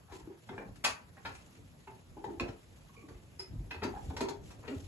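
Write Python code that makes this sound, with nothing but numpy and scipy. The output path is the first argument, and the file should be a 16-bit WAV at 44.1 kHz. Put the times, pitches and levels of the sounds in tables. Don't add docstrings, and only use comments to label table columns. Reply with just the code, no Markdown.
import sys
import numpy as np
from scipy import signal
from scipy.fft import rfft, irfft, next_fast_len
from scipy.io import wavfile
from scipy.ndimage import uniform_filter1d

SR = 44100
rng = np.random.default_rng(int(sys.argv[2]) if len(sys.argv) > 2 else 0)


def gain_from_db(level_db):
    decades = np.asarray(level_db, float) / 20
    return 10 ** decades


def int16_out(signal):
    q = np.round(np.clip(np.atleast_2d(signal).T, -1, 1) * 32767)
    wavfile.write(sys.argv[1], SR, q.astype(np.int16))


N = 215119

# time in seconds, iron level in dB before the gain for a long chatter,
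# timber over iron in dB, hardness as the pitch in Hz where the treble starts to fall,
# chatter in seconds (held to 0.05), boost of the iron strap's ring in dB.
KNOCKS = [(.081, -50.5, -23, 1480, 0.045, -2), (.118, -43.5, -0.5, 6160, 0.019, 17),
          (0.194, -50.5, 0, 7060, 0.015, 21), (.274, -55, 11.5, 910, 0.0079, 10),
          (.49, -36, 4, 3870, 0.0097, 10), (.52, -50, 4.5, 2070, 0.031, -5),
          (.579, -34, 2.5, 2900, 0.0096, -4), (.609, -44, 2, 2530, .021, 23),
          (.76, -49, -0.5, 8400, 0.0057, -10), (.841, -19, -18, 8000, 0.024, -11),
          (.898, -36.5, -12.5, 6460, 0.014, 1), (1.17, -46.5, -6.5, 2020, 0.016, 3),
          (1.251, -31.5, -11, 4170, 0.02, 5.5), (1.291, -50.5, -20, 4970, .028, -9),
          (1.348, -47, -23, 8900, 0.018, -11), (1.551, -55.5, 6, 7000, 0.012, -11),
          (1.874, -39.5, -3, 2920, 0.012, 16), (2.17, -40.5, .5, 1150, 0.0094, 34),
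          (2.242, -30, -12, 4500, 0.0074, 23.5), (2.27, -47, 10, 1170, 0.036, 21),
          (2.4, -23, 3, 5100, 0.0045, -18), (2.439, -46, 12, 2520, 0.012, 19),
          (2.482, -43, 6, 4960, 0.015, 9), (3.087, -47, 5.5, 7000, 0.0069, -4),
          (3.148, -56, 7.5, 2970, 0.0058, 0), (3.392, -43, 1, 7550, 0.02, -1),
          (3.709, -30.5, -13, 4330, 0.011, -11), (3.74, -40.5, -2, 4600, 0.017, 10),
          (3.818, -34, 5, 3020, 0.025, 12), (3.833, -29, 2, 5950, 0.014, 14),
          (3.938, -52, -15, 1490, 0.01, 12), (3.963, -34, -10, 1830, 0.0054, 23),
          (4.1, -39.5, 2.5, 3000, 0.018, 28), (4.168, -29, -9, 6000, 0.0074, 10),
          (4.208, -25, 5, 6130, 0.0091, 12.5), (4.24, -42, 4.5, 4020, 0.01, 14),
          (4.287, -30, 0.5, 6140, 0.0084, 7), (4.503, -49, -14, 7300, 0.021, 6),
          (4.626, -48.5, 0, 1970, 0.061, -7), (4.678, -37, 4, 4200, 0.013, -3),
          (4.704, -48.5, 9.5, 3000, 0.03, 8)]
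# pitch in Hz, level in dB, 60 dB decay in seconds.
TIMBER = [(104, -12, 0.21), (200, -32, 0.21), (277, 3.5, 0.068), (362.5, 3.5, 0.093), (412.8, 7.5, 0.058),
          (540, -7.5, 0.047), (659, -5, 0.084)]
# pitch in Hz, level in dB,
# 60 dB decay in seconds (at least 0.004 is used).
IRON = [(837, -15, 0.064), (1083, -11, 0.04), (1422, -13, 0.046), (1676, 0.5, 0.0052), (1976, 0.5, 0.0098),
        (2330, -13, 0.01), (2633, -7, 0.012), (3303, 1, 0.0033), (4230, 0, 0.0037), (4500, -5, 0.01),
        (5320, -2, 0.011), (6430, 2, 0.0024), (7160, -1.5, 0.0025), (9100, 16.5, 0.0017),
        (11650, 6.5, 0.0052)]
# pitch in Hz, level in dB, 60 dB decay in seconds.
BRONZE = [(985, -33, .4), (1310, -39, .7), (1355, -34, .35), (1530, -38, .5), (1850, -40, .5),
          (2680, -39, .25)]
# start in seconds, length in seconds, level in dB,
# resonance at the start in Hz, resonance at the end in Hz.
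GROANS = [(0.121, 0.111, -53, 362, 316), (0.271, 0.038, -46.5, 355, 352), (.298, 0.075, -50, 367, 350),
          (2.166, 0.071, -47.5, 350, 376), (2.241, 0.027, -40.5, 440, 410), (2.283, .11, -44.5, 338, 330),
          (2.97, 0.14, -62, 442, 434), (3.036, 0.12, -56.5, 303, 325), (3.845, .07, -40.5, 255, 250),
          (4.21, 0.057, -40.5, 337, 335), (4.697, 0.085, -42, 263, 274), (4.793, 0.12, -60, 293, 290)]
# start in seconds, length in seconds, level in dB,
# resonance at the start in Hz, resonance at the end in Hz.
CREAKS = [(2.89, 0.32, -67, 1055, 1190), (3.935, 0.038, -47.5, 787, 782), (3.966, 0.054, -46.5, 793, 800)]
# start in seconds, length in seconds, level in dB,
# resonance at the start in Hz, resonance at the end in Hz.
SQUEAKS = [(2.964, 0.12, -57.5, 2330, 2310), (3.392, 0.084, -44.5, 5100, 5060)]
# time in seconds, level in dB, pitch in Hz,
# 60 dB decay in seconds (held to 0.3).
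THUDS = [(0.241, -36.5, 53.4, 0.055), (0.538, -43.5, 106, 0.15), (0.661, -44, 192, 0.14),
         (2.268, -44, 107, 0.087), (2.429, -32, 89, 0.089), (2.499, -31.5, 114, 0.073),
         (3.16, -36, 56.6, 0.087), (3.54, -31.5, 119, 0.061), (3.559, -32.5, 115.6, 0.14),
         (3.586, -27.5, 48, 0.21), (3.605, -36, 146, 0.12), (3.641, -39, 109, .12), (3.769, -39, 83, 0.34),
         (3.967, -30, 78, 0.041), (4.04, -36, 46, 0.18), (4.089, -27.5, 78.2, 0.17),
         (4.123, -33, 93, 0.038), (4.163, -34.5, 90, 0.1), (4.767, -33, 88, 0.17)]
# pitch in Hz, 60 dB decay in seconds.
BELFRY = [(200, 0.21), (600, 0.34), (1500, 0.32), (4000, 0.21), (10000, 0.23)]
# time in seconds, level in dB.
RUSTLE = [(0.0, -96), (.16, -57.5), (.3, -87), (.46, -69.5), (.75, -78), (1.02, -86), (1.3, -65),
          (1.58, -69), (1.74, -79), (1.82, -70.5), (2.08, -74.5), (2.75, -70.5), (3.4, -73), (3.8, -73.5),
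          (4.1, -61.5), (4.38, -82), (4.46, -62), (4.6, -73), (4.68, -63), (4.88, -62)]
# pitch in Hz, relative density in dB per Hz.
RUSTLE_COLOUR = [(60, -37), (300, -24), (1000, -5), (2500, 12), (5000, 6), (8000, 7.5), (12000, -1),
                 (22000, -61)]
# time in seconds, level in dB.
WIND = [(0.0, -66), (0.12, -57), (0.5, -68), (0.71, -48.5), (0.8, -60), (1.37, -54), (1.83, -59.5),
        (2.44, -50.5), (2.74, -58.5), (2.97, -54), (3.56, -51.5), (3.69, -49), (3.88, -50.5), (4.09, -43),
        (4.29, -51), (4.62, -45.5), (4.74, -61), (4.88, -43)]
# pitch in Hz, relative density in dB per Hz.
WIND_COLOUR = [(15, -68), (30, -18), (50, -2), (90, -1.5), (150, -13.5), (300, -16), (700, -27.5),
               (2000, -64)]
# pitch in Hz, relative density in dB per Hz.
AIR_COLOUR = [(20, -36), (60, -33), (100, 8), (300, -11), (1000, -17), (2500, -23.5), (6000, -31),
              (12000, -30), (22000, -101)]
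# pitch in Hz, likeness from -1 (opposed) to 1 (in step).
STEREO_LIKENESS = [(60, .82), (200, .8), (350, .4), (900, .1), (2000, -.1), (3200, -.2), (4200, .2),
                   (5300, 0), (6300, .4), (6700, .995), (7400, .995), (7900, -.3), (8500, -.9995),
                   (9600, -.9995), (10000, 0), (10400, .998), (22000, .9995)]
# pitch in Hz, gain in dB.
OVERALL_COLOUR = [(10, -35), (25, -14), (42, -3), (7800, 0.86), (9200, -2), (10600, 0), (11800, 1),
                  (12300, -56), (13000, -19), (22000, -50)]

KNOCK_PAN_DB, KNOCK_PAN_SPREAD_DB = 2.5, 2
STRAP_HZ, STRAP_HZ_PER_OCTAVE = 866, 61.7
PLATE_HZ, PLATE_DB, PLATE_TRADE = 2520, 3, 0.5
KNOCK_ECHO_DB, SLIP_ECHO_DB = 1, -2
SLIP_RISE_S, SLIP_WAVER_HZ = 0.0044, 14
BREAK_FREE = 2.6
HISS_DB, HISS_DB_PER_OCTAVE, HARD_HZ = -12.5, 20.5, 8000
HISS_RISE_S, HISS_FADE_DB_PER_S = 0.0071, 423
AIR_DB = -59


def evened(x):
    return x / np.sqrt(np.mean(x ** 2) + 1e-20)


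def read(points, hz):
    f, value = np.transpose(points)
    return np.interp(np.log(hz + 1), np.log(f + 1), value)


def add(mix, s, sound):
    part = mix[:, max(round(s * SR), 0):][:, :sound.shape[1]]
    part += sound[:, :part.shape[1]]


def ring(modes, size, spread):
    hz, db, t60 = np.transpose(modes)
    hz = hz * (1 + spread * rng.standard_normal(len(hz)))
    t = np.arange(size)[:, None] / SR
    decay = gain_from_db(db - 60 * t / np.clip(t60, 0.004, 2))
    return (decay * np.sin(2 * np.pi * hz * t)).sum(1)


def iron_fittings(impacts, bronze, top_hz, strap_db):
    body = bronze.copy()
    body[:1024] += ring(IRON, size=1024, spread=0.038)
    body[0] += 7
    iron = signal.fftconvolve(impacts, body)
    strap_hz = STRAP_HZ + STRAP_HZ_PER_OCTAVE * np.log2(top_hz / 3000)
    iron += gain_from_db(strap_db) * signal.lfilter(*signal.iirpeak(strap_hz, 12, SR), iron)
    plate_hz = PLATE_HZ * (1 + 0.042 * rng.standard_normal())
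    plate = signal.lfilter(*signal.iirpeak(plate_hz, 9, SR), iron)
    iron += gain_from_db(PLATE_DB - PLATE_TRADE * strap_db) * plate
    soft = signal.butter(4, top_hz, fs=SR, output="sos")
    iron = signal.sosfilt(soft, iron) + gain_from_db(-28.5) * iron
    iron = signal.lfilter(*signal.butter(2, 500, "high", fs=SR), iron)
    return iron / np.linalg.norm(iron)


def headstock_timber(push):
    timber = signal.fftconvolve(push, ring(TIMBER, size=4096, spread=0.061))
    return timber / np.linalg.norm(timber)


def knock(bronze, iron_db, timber_db, top_hz, chatter_s, strap_db):
    t = np.arange(4096) / SR
    strength, chance, push_strength = rng.standard_normal((3, len(t)))
    pan_db = KNOCK_PAN_DB + KNOCK_PAN_SPREAD_DB * rng.standard_normal()
    chatter_s = np.clip(chatter_s, 0.002, 0.05)
    swell = np.minimum(t / (0.45 * chatter_s), 1) * np.exp(-(t / chatter_s) ** 2)
    impacts = swell * strength * (abs(chance) > 1.15)
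    sound = iron_fittings(impacts, bronze, top_hz, strap_db)
    push_shape = np.minimum(t / 0.0096, 1) * np.exp(-t / (chatter_s + 0.022))
    timber = headstock_timber(push_shape * push_strength * (abs(chance) > 2))
    sound[:len(timber)] += gain_from_db(timber_db) * timber
    level = gain_from_db(iron_db) * np.sqrt(chatter_s * SR / 10)
    return level * belfry(sound, KNOCK_ECHO_DB) * gain_from_db([[pan_db / 2], [-pan_db / 2]])


def resonate(x, hz, width):
    turn = np.exp(2j * np.pi * np.cumsum(hz) / SR)
    r = np.exp(-np.pi * width / SR)
    return 2 * (turn * signal.lfilter([1 - r], [1, -r], x / turn)).real


def slip(length, level_db, from_hz, to_hz, slips_per_s, width_hz, overtone, overtone_db, loss_db):
    u = np.arange(0, length, 1 / SR) / length
    wobble = evened(uniform_filter1d(rng.standard_normal(len(u)), size=700))
    hz = from_hz + (to_hz - from_hz) * u + SLIP_WAVER_HZ * wobble
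    jerks = (rng.random(len(u)) < slips_per_s / SR) * rng.standard_normal(len(u))
    jerks[100] = BREAK_FREE
    low = evened(resonate(resonate(jerks, hz, width_hz), hz, 3 * width_hz))
    high = evened(resonate(jerks, overtone * hz, 2.1 * width_hz))
    swell = np.minimum(u * length / SLIP_RISE_S, 1)
    release = np.minimum((1 - u) * 10, 1)
    shape = swell * gain_from_db(level_db + loss_db * u) * release
    return belfry(shape * (low + gain_from_db(overtone_db) * high), SLIP_ECHO_DB)


def groan(*row):
    return slip(*row, slips_per_s=300, width_hz=45, overtone=2.3, overtone_db=-16, loss_db=-10.4)


def creak(*row):
    return slip(*row, slips_per_s=300, width_hz=60, overtone=2.05, overtone_db=-20, loss_db=-7.8)


def squeak(*row):
    return slip(*row, slips_per_s=1300, width_hz=130, overtone=2.02, overtone_db=-18, loss_db=-27.3)


def thud(db, hz, t60):
    t = np.arange(SR // 4) / SR
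    shudder_hz = hz * rng.uniform(1.46, 2.79)
    shudder = 0.51 * np.sin(2 * np.pi * shudder_hz * t) * gain_from_db(-30 * t / 0.049)
    rock = (np.sin(2 * np.pi * hz * t) + shudder) * np.minimum(t * hz / 0.41, 1)
    return rock * gain_from_db(db - 60 * t / np.clip(t60, 0.02, 0.3)) * np.array([[1], [0.85]])


def belfry(x, echo_db):
    at = np.arange(60, SR // 3 - 20, 20)
    at = at + rng.integers(0, 20, (2, len(at)))
    taps = np.zeros((2, SR // 3))
    np.put_along_axis(taps, at, rng.choice([-1.0, 1.0], at.shape), 1)
    hz, t, z = signal.stft(taps, SR, nperseg=256)
    decay = gain_from_db(-60 * t / np.clip(read(BELFRY, hz), 0.05, 2)[:, None])
    tail = signal.istft(z * decay, SR, nperseg=256)[1]
    tail *= gain_from_db(echo_db) / np.linalg.norm(tail[0])
    tail[1, 0] += 1
    tail[0, 4] += 1
    return signal.fftconvolve(x[None], tail, axes=1)


def hush(colour, size, patchy_db, flicker_db):
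    hop = size // 4
    frames, hz = N // hop + 5, np.fft.rfftfreq(size, 1 / SR)
    draw = rng.standard_normal((5, len(hz), frames))
    patches = uniform_filter1d(draw[4], size // 64, axis=0)
    patches = evened(uniform_filter1d(patches, 6, axis=1))
    flicker = evened(uniform_filter1d(rng.standard_normal(frames), 3))
    db = read(colour, hz)[:, None] + patchy_db * patches + flicker_db * flicker
    z = (draw[:2] + 1j * draw[2:4]) * gain_from_db(db)
    return evened(signal.istft(z, nperseg=size, noverlap=size - hop)[1][:, :N])


def rustle_and_contact_hiss(t):
    power = gain_from_db(np.interp(t, *np.transpose(RUSTLE))) ** 2
    for s, iron_db, _, top_hz, _, _ in KNOCKS:
        after = np.clip(t - s, 0, None)
        db = iron_db + HISS_DB + HISS_DB_PER_OCTAVE * np.log2(top_hz / HARD_HZ)
        fade = gain_from_db(db - HISS_FADE_DB_PER_S * np.minimum(after, 0.5))
        power = power + (np.minimum(after / HISS_RISE_S, 1) * fade) ** 2
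    return np.sqrt(power) * hush(RUSTLE_COLOUR, size=512, patchy_db=2, flicker_db=2.5)


def wind(t):
    return gain_from_db(np.interp(t, *np.transpose(WIND))) * hush(WIND_COLOUR, size=2048, patchy_db=2.5, flicker_db=1)


def open_air():
    return gain_from_db(AIR_DB) * hush(AIR_COLOUR, size=1024, patchy_db=2.0, flicker_db=1.13)


def scene():
    t = np.arange(N) / SR
    mix = np.zeros((2, N))
    bronze = ring(BRONZE, size=12289, spread=0)
    for s, *blow in KNOCKS:
        add(mix, s - 0.003, knock(bronze, *blow))
    for voice, rows in [(groan, GROANS), (creak, CREAKS), (squeak, SQUEAKS)]:
        for s, *row in rows:
            add(mix, s, voice(*row))
    for s, *push in THUDS:
        add(mix, s - 0.005, thud(*push))
    return mix + rustle_and_contact_hiss(t) + wind(t) + open_air()


def roll_off(x):
    return signal.sosfilt(signal.butter(12, 12860, fs=SR, output="sos"), x)


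def record(dry):
    size = next_fast_len(N)
    hz = np.fft.rfftfreq(size, 1 / SR)
    likeness = read(STEREO_LIKENESS, hz)
    left, right = rfft(dry, size) * gain_from_db(read(OVERALL_COLOUR, hz))
    mid = (left + right) / 2 * np.sqrt(1 + likeness)
    side = (left - right) / 2 * np.sqrt(1 - likeness)
    mix = irfft([mid + side, mid - side], size)[:, :N]
    return roll_off(mix)


dry = scene()
out = record(dry)
int16_out(out)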